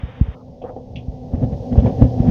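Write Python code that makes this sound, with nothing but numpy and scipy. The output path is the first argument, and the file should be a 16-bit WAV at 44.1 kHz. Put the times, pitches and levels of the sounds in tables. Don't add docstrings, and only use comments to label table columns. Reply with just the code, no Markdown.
import sys
import numpy as np
from scipy.fft import rfft, irfft, next_fast_len
from scipy.io import wavfile
from scipy.ndimage import uniform_filter1d, map_coordinates

SR = 44100
rng = np.random.default_rng(int(sys.argv[2]) if len(sys.argv) > 2 else 0)


def wav_record(signal):
    frames = np.transpose(np.atleast_2d(signal))
    bounded = np.clip(frames, -1, 1)
    quanta = np.round(bounded * 32767).astype(np.int16)
    wavfile.write(sys.argv[1], SR, quanta)


N = 101562


# frequency in Hz, level in dB before the hum fader.
HUM_LINES = [(121, -0.5), (253.7, 2), (505, -16.5), (560, -12.5), (673, -16), (762, -13), (1690, -44),
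             (1976, -42)]
# time in seconds, gain in dB.
HUM_FADER = [(0, -51.5), (.8, -50.5), (1.15, -42.5), (1.65, -39), (1.95, -32), (2.3, -26.5)]
HUM_WAVER_DB, LOWEST_LINE_DRIFT_HZ = 2.5, 1.2

# time in seconds, gain in dB.
RIDE_FADER = [(0, -48.5), (0.468, -48), (0.821, -47), (1.102, -43.5), (1.3, -43), (1.63, -37.5),
              (1.95, -34.5), (2.3, -34.5)]
RUMBLE_COLOUR = [(15, -13), (35, -0.5), (80, 3), (170, 1), (280, -8.5), (340, -13), (500, -9), (780, -14),
                 (950, -25), (1300, -44), (2500, -55), (4000, -64)]
# centre in Hz, width in Hz, lift in dB.
CAB_RESONANCES = [(124, 23, 4), (163, 18, -2.5), (247.4, 20, 11.5), (458.7, 41, 5.5), (507.3, 33, 8.5),
                  (557.4, 25, 6), (761, 100, 4), (1722, 150, 5), (1944, 56, 6.5)]
AIR_COLOUR = [(1000, -18), (2500, 0), (3300, 2.5), (5500, 2), (6700, -3.5), (7300, -18), (12000, -28.5),
              (15500, -19)]
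RUMBLE_DB, AIR_DB = 9, -22.5

BRIGHT_HISS_COLOUR = [(200, -11), (700, -23.5), (1200, 0.5), (2000, 2), (2700, -2.5), (3100, -2),
                      (3700, -6.5), (4100, -26.5), (6000, -30.5), (7000, -49)]
DULL_HISS_COLOUR = [(200, -12), (750, 3.5), (1300, -2.5), (1550, -21.5), (1800, -47.5)]
BRIGHT_DB, BRIGHT_SAG_DB_PER_S, BRIGHT_END_S, BRIGHT_RELEASE_S = -49.5, 11.5, 0.355, 0.0073
DULL_DB, DULL_END_S, DULL_RELEASE_S = -51, 0.44, 0.026

# centre in seconds, push peak in dB, length in seconds.
THUMP_PUSHES = [(.036, -11, 0.0019), (.2135, 1, 0.0016), (0.286, -13, 0.0021), (1.084, -12, 0.0018),
                (1.335, -12, .0022), (1.729, -15, 0.0023), (1.78, 3, 0.0021), (2.021, 0, 0.0028),
                (2.203, -2, 0.0014)]
THUMP_HZ, THUMP_Q, THUMP_LOW_CUT_HZ = 58.4, 2.06, 26

# start in seconds, level in dB, time to fall 60 dB in seconds.
PANEL_KNOCKS = [(.616, -30.5, 0.16), (.64, -21.5, 0.11), (.69, -29.5, 0.29), (.762, -27, 0.12),
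                (1.426, -27.5, 0.073), (1.756, -21.5, 0.079), (1.857, -17.5, 0.17), (2.085, -30.5, .05),
                (2.152, -39.5, 0.091)]
PANEL_COLOUR = [(150, -12), (350, -5.5), (470, 1), (620, 0.5), (800, -4.5), (1100, -21), (1600, -43),
                (2400, -48), (3200, -40.5), (4200, -63.5), (8000, -77)]
# start in seconds, level in dB, time to fall 60 dB in seconds.
METAL_TICKS = [(.618, -53, 0.14), (.957, -36, 0.14), (1.801, -43.5, 0.04)]
METAL_COLOUR = [(1200, -49.5), (1800, -24), (2150, -9), (2500, -1), (3300, -1.5), (3900, -18.5),
                (6200, -25.5), (7200, -60)]
ATTACK_S = 0.0016

SCUFF_COLOUR = [(150, -5), (400, -9), (750, -1), (1200, -4), (2000, -22), (2600, -30), (4000, -50)]
SCUFF_CENTRE_S, SCUFF_LENGTH_S, SCUFF_DB = 0.68, 0.06, -42.5

# peak time in seconds, boom in dB, rattle in dB, rise in seconds, fall in seconds.
# Rise and fall are the times for 20 dB.
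SHUDDER_SWELLS = [(.97, -29, -49, 0.093, 0.053), (1.343, -17, -30.5, 0.031, 0.075),
                  (1.437, -12, -28, 0.052, 0.058), (1.527, -20, -30.5, 0.025, 0.041),
                  (1.729, -14.5, -29, 0.028, 0.047), (1.787, -12, -20.5, 0.033, 0.041),
                  (1.846, -11.5, -28, 0.05, 0.049), (1.864, -16, -22.5, .025, .09),
                  (2.024, -4.5, -21, .045, 0.071), (2.201, -17.5, -26.5, 0.023, 0.055),
                  (2.295, -7, -22, 0.063, 0.18)]
BOOM_COLOUR = [(15, -30.5), (35, -14.5), (60, 2), (120, 1.5), (230, -5), (320, -18), (500, -36.5),
               (1000, -83)]
RATTLE_COLOUR = [(150, -25.5), (300, -1), (450, 0), (750, -5.5), (1000, -18.5), (1400, -29), (2200, -41.5),
                 (4000, -64.5)]
BUZZ_COLOUR = [(600, -22.5), (1200, 0.5), (2000, -2), (2700, -2), (3400, -3.5), (4200, -16.5),
               (6500, -17.5), (7500, -44), (15000, -48.5)]
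BUZZ_DB = -19.5
BUZZ_GROWTH = 1.194

# centre in seconds, level in dB.
CRACKLE_SNAPS = [(2.0216, -30), (2.0321, -32.5)]
CRACKLE_COLOUR = [(300, -5), (900, 0), (2000, -6.5), (4000, -18.5), (8000, -31.5), (15000, -30)]
CRACKLE_LENGTH_S = 0.0013

CLIP_LEVEL, TOP_HZ = 1, 15760


def amp(db):
    return 10 ** (np.asarray(db) / 20)


def unit(x):
    return x / np.sqrt(np.mean(x ** 2) + 1e-20)


def clock():
    return np.arange(N) / SR


def fader(curve):
    seconds, db = np.transpose(curve)
    return amp(np.interp(clock(), seconds, db))


def wobble(rate):
    knots = rng.standard_normal(64 + N // 500)
    return map_coordinates(knots, [clock() * rate + 2], mode="wrap")


def filtered(x, response):
    m = next_fast_len(N + SR // 2)
    return irfft(rfft(x, m) * response(np.fft.rfftfreq(m, 1 / SR)), m)[:N]


def noise(colour, resonances=()):
    f, db = np.transpose(colour)

    def response(hz):
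        lift = sum(g / (1 + (2 * (hz - c) / w) ** 2) for c, w, g in resonances)
        return amp(np.interp(np.log(hz + 1), np.log(f), db) + lift)

    return unit(filtered(rng.standard_normal(N), response))


def steadied(x, window_s):
    power = uniform_filter1d(x ** 2, max(int(window_s * SR), 8))
    return x / np.sqrt(np.abs(power) + 0.023)


def motor():
    lines = np.zeros(N)
    for hz, db in HUM_LINES:
        drift_hz = LOWEST_LINE_DRIFT_HZ * np.sqrt(hz / HUM_LINES[0][0])
        pitch = hz + drift_hz * wobble(14)
        phase = 2 * np.pi * (np.cumsum(pitch) / SR + rng.random())
        level = amp(db + HUM_WAVER_DB * wobble(8.985))
        lines += level * np.sqrt(2) * np.sin(phase)
    return lines


def rumble():
    body = amp(RUMBLE_DB + 1.2 * wobble(21)) * noise(RUMBLE_COLOUR, CAB_RESONANCES)
    return body + amp(AIR_DB) * noise(AIR_COLOUR)


def early_hiss():
    t = clock()

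    def until(end, release):
        return np.clip((end - t) / release, 0, 1)

    bright_level = amp(BRIGHT_DB - BRIGHT_SAG_DB_PER_S * t) * until(BRIGHT_END_S, BRIGHT_RELEASE_S)
    dull_level = amp(DULL_DB) * until(DULL_END_S, DULL_RELEASE_S)
    return bright_level * noise(BRIGHT_HISS_COLOUR) + dull_level * noise(DULL_HISS_COLOUR)


def thumps():
    t = clock()
    pushes = sum(amp(db) * np.exp(-((t - s) / length) ** 2) for s, db, length in THUMP_PUSHES)

    def response(hz):
        swing = -hz ** 2 / (THUMP_HZ ** 2 - hz ** 2 + 1j * hz * THUMP_HZ / THUMP_Q)
        low_cut = 1j * hz / (THUMP_LOW_CUT_HZ + 1j * hz)
        return swing * low_cut

    return filtered(pushes, response)


def hits(rows, colour, resonances=()):
    level = np.zeros(N)
    for start, db, t60 in rows:
        age = np.maximum(clock() - start, 0)
        attack = np.minimum(age / ATTACK_S, 1)
        level += amp(db - 60 * age / t60) * attack
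    return level * steadied(noise(colour, resonances), window_s=0.0086)


def knocks():
    return hits(PANEL_KNOCKS, PANEL_COLOUR, CAB_RESONANCES)


def ticks():
    return hits(METAL_TICKS, METAL_COLOUR)


def scuff():
    stroke = np.exp(-np.abs(2 * (clock() - SCUFF_CENTRE_S) / SCUFF_LENGTH_S) ** 4)
    return stroke * amp(SCUFF_DB + 1.8 * wobble(119.85)) * noise(SCUFF_COLOUR, CAB_RESONANCES)


def shudders():
    t, boom_level, rattle_level = clock(), np.zeros(N), np.zeros(N)
    for peak, boom_db, rattle_db, rise, fall in SHUDDER_SWELLS:
        shape_db = -20 * np.maximum((peak - t) / rise, (t - peak) / fall)
        boom_level += amp(boom_db + shape_db)
        rattle_level += amp(rattle_db + shape_db)
    boom = boom_level * steadied(noise(BOOM_COLOUR, CAB_RESONANCES), window_s=0.039)
    rattle = rattle_level * noise(RATTLE_COLOUR, CAB_RESONANCES)
    buzz = amp(BUZZ_DB) * rattle_level ** BUZZ_GROWTH * noise(BUZZ_COLOUR, CAB_RESONANCES)
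    return boom + amp(1.8 * wobble(90)) * (rattle + buzz)


def crackles():
    t = clock()
    level = sum(amp(db) * np.exp(-((t - s) / CRACKLE_LENGTH_S) ** 2) for s, db in CRACKLE_SNAPS)
    return level * noise(CRACKLE_COLOUR)


def scene():
    ride = fader(HUM_FADER) * motor() + fader(RIDE_FADER) * rumble()
    short_sounds = early_hiss() + thumps() + knocks() + ticks() + scuff() + shudders() + crackles()
    return (ride + short_sounds)[None]


def record(dry):
    rounded = dry[0] / (1 + np.abs(dry[0] / CLIP_LEVEL) ** 8) ** (1 / 8)
    return filtered(rounded, lambda hz: hz < TOP_HZ)[None]


dry = scene()
out = record(dry)
wav_record(out)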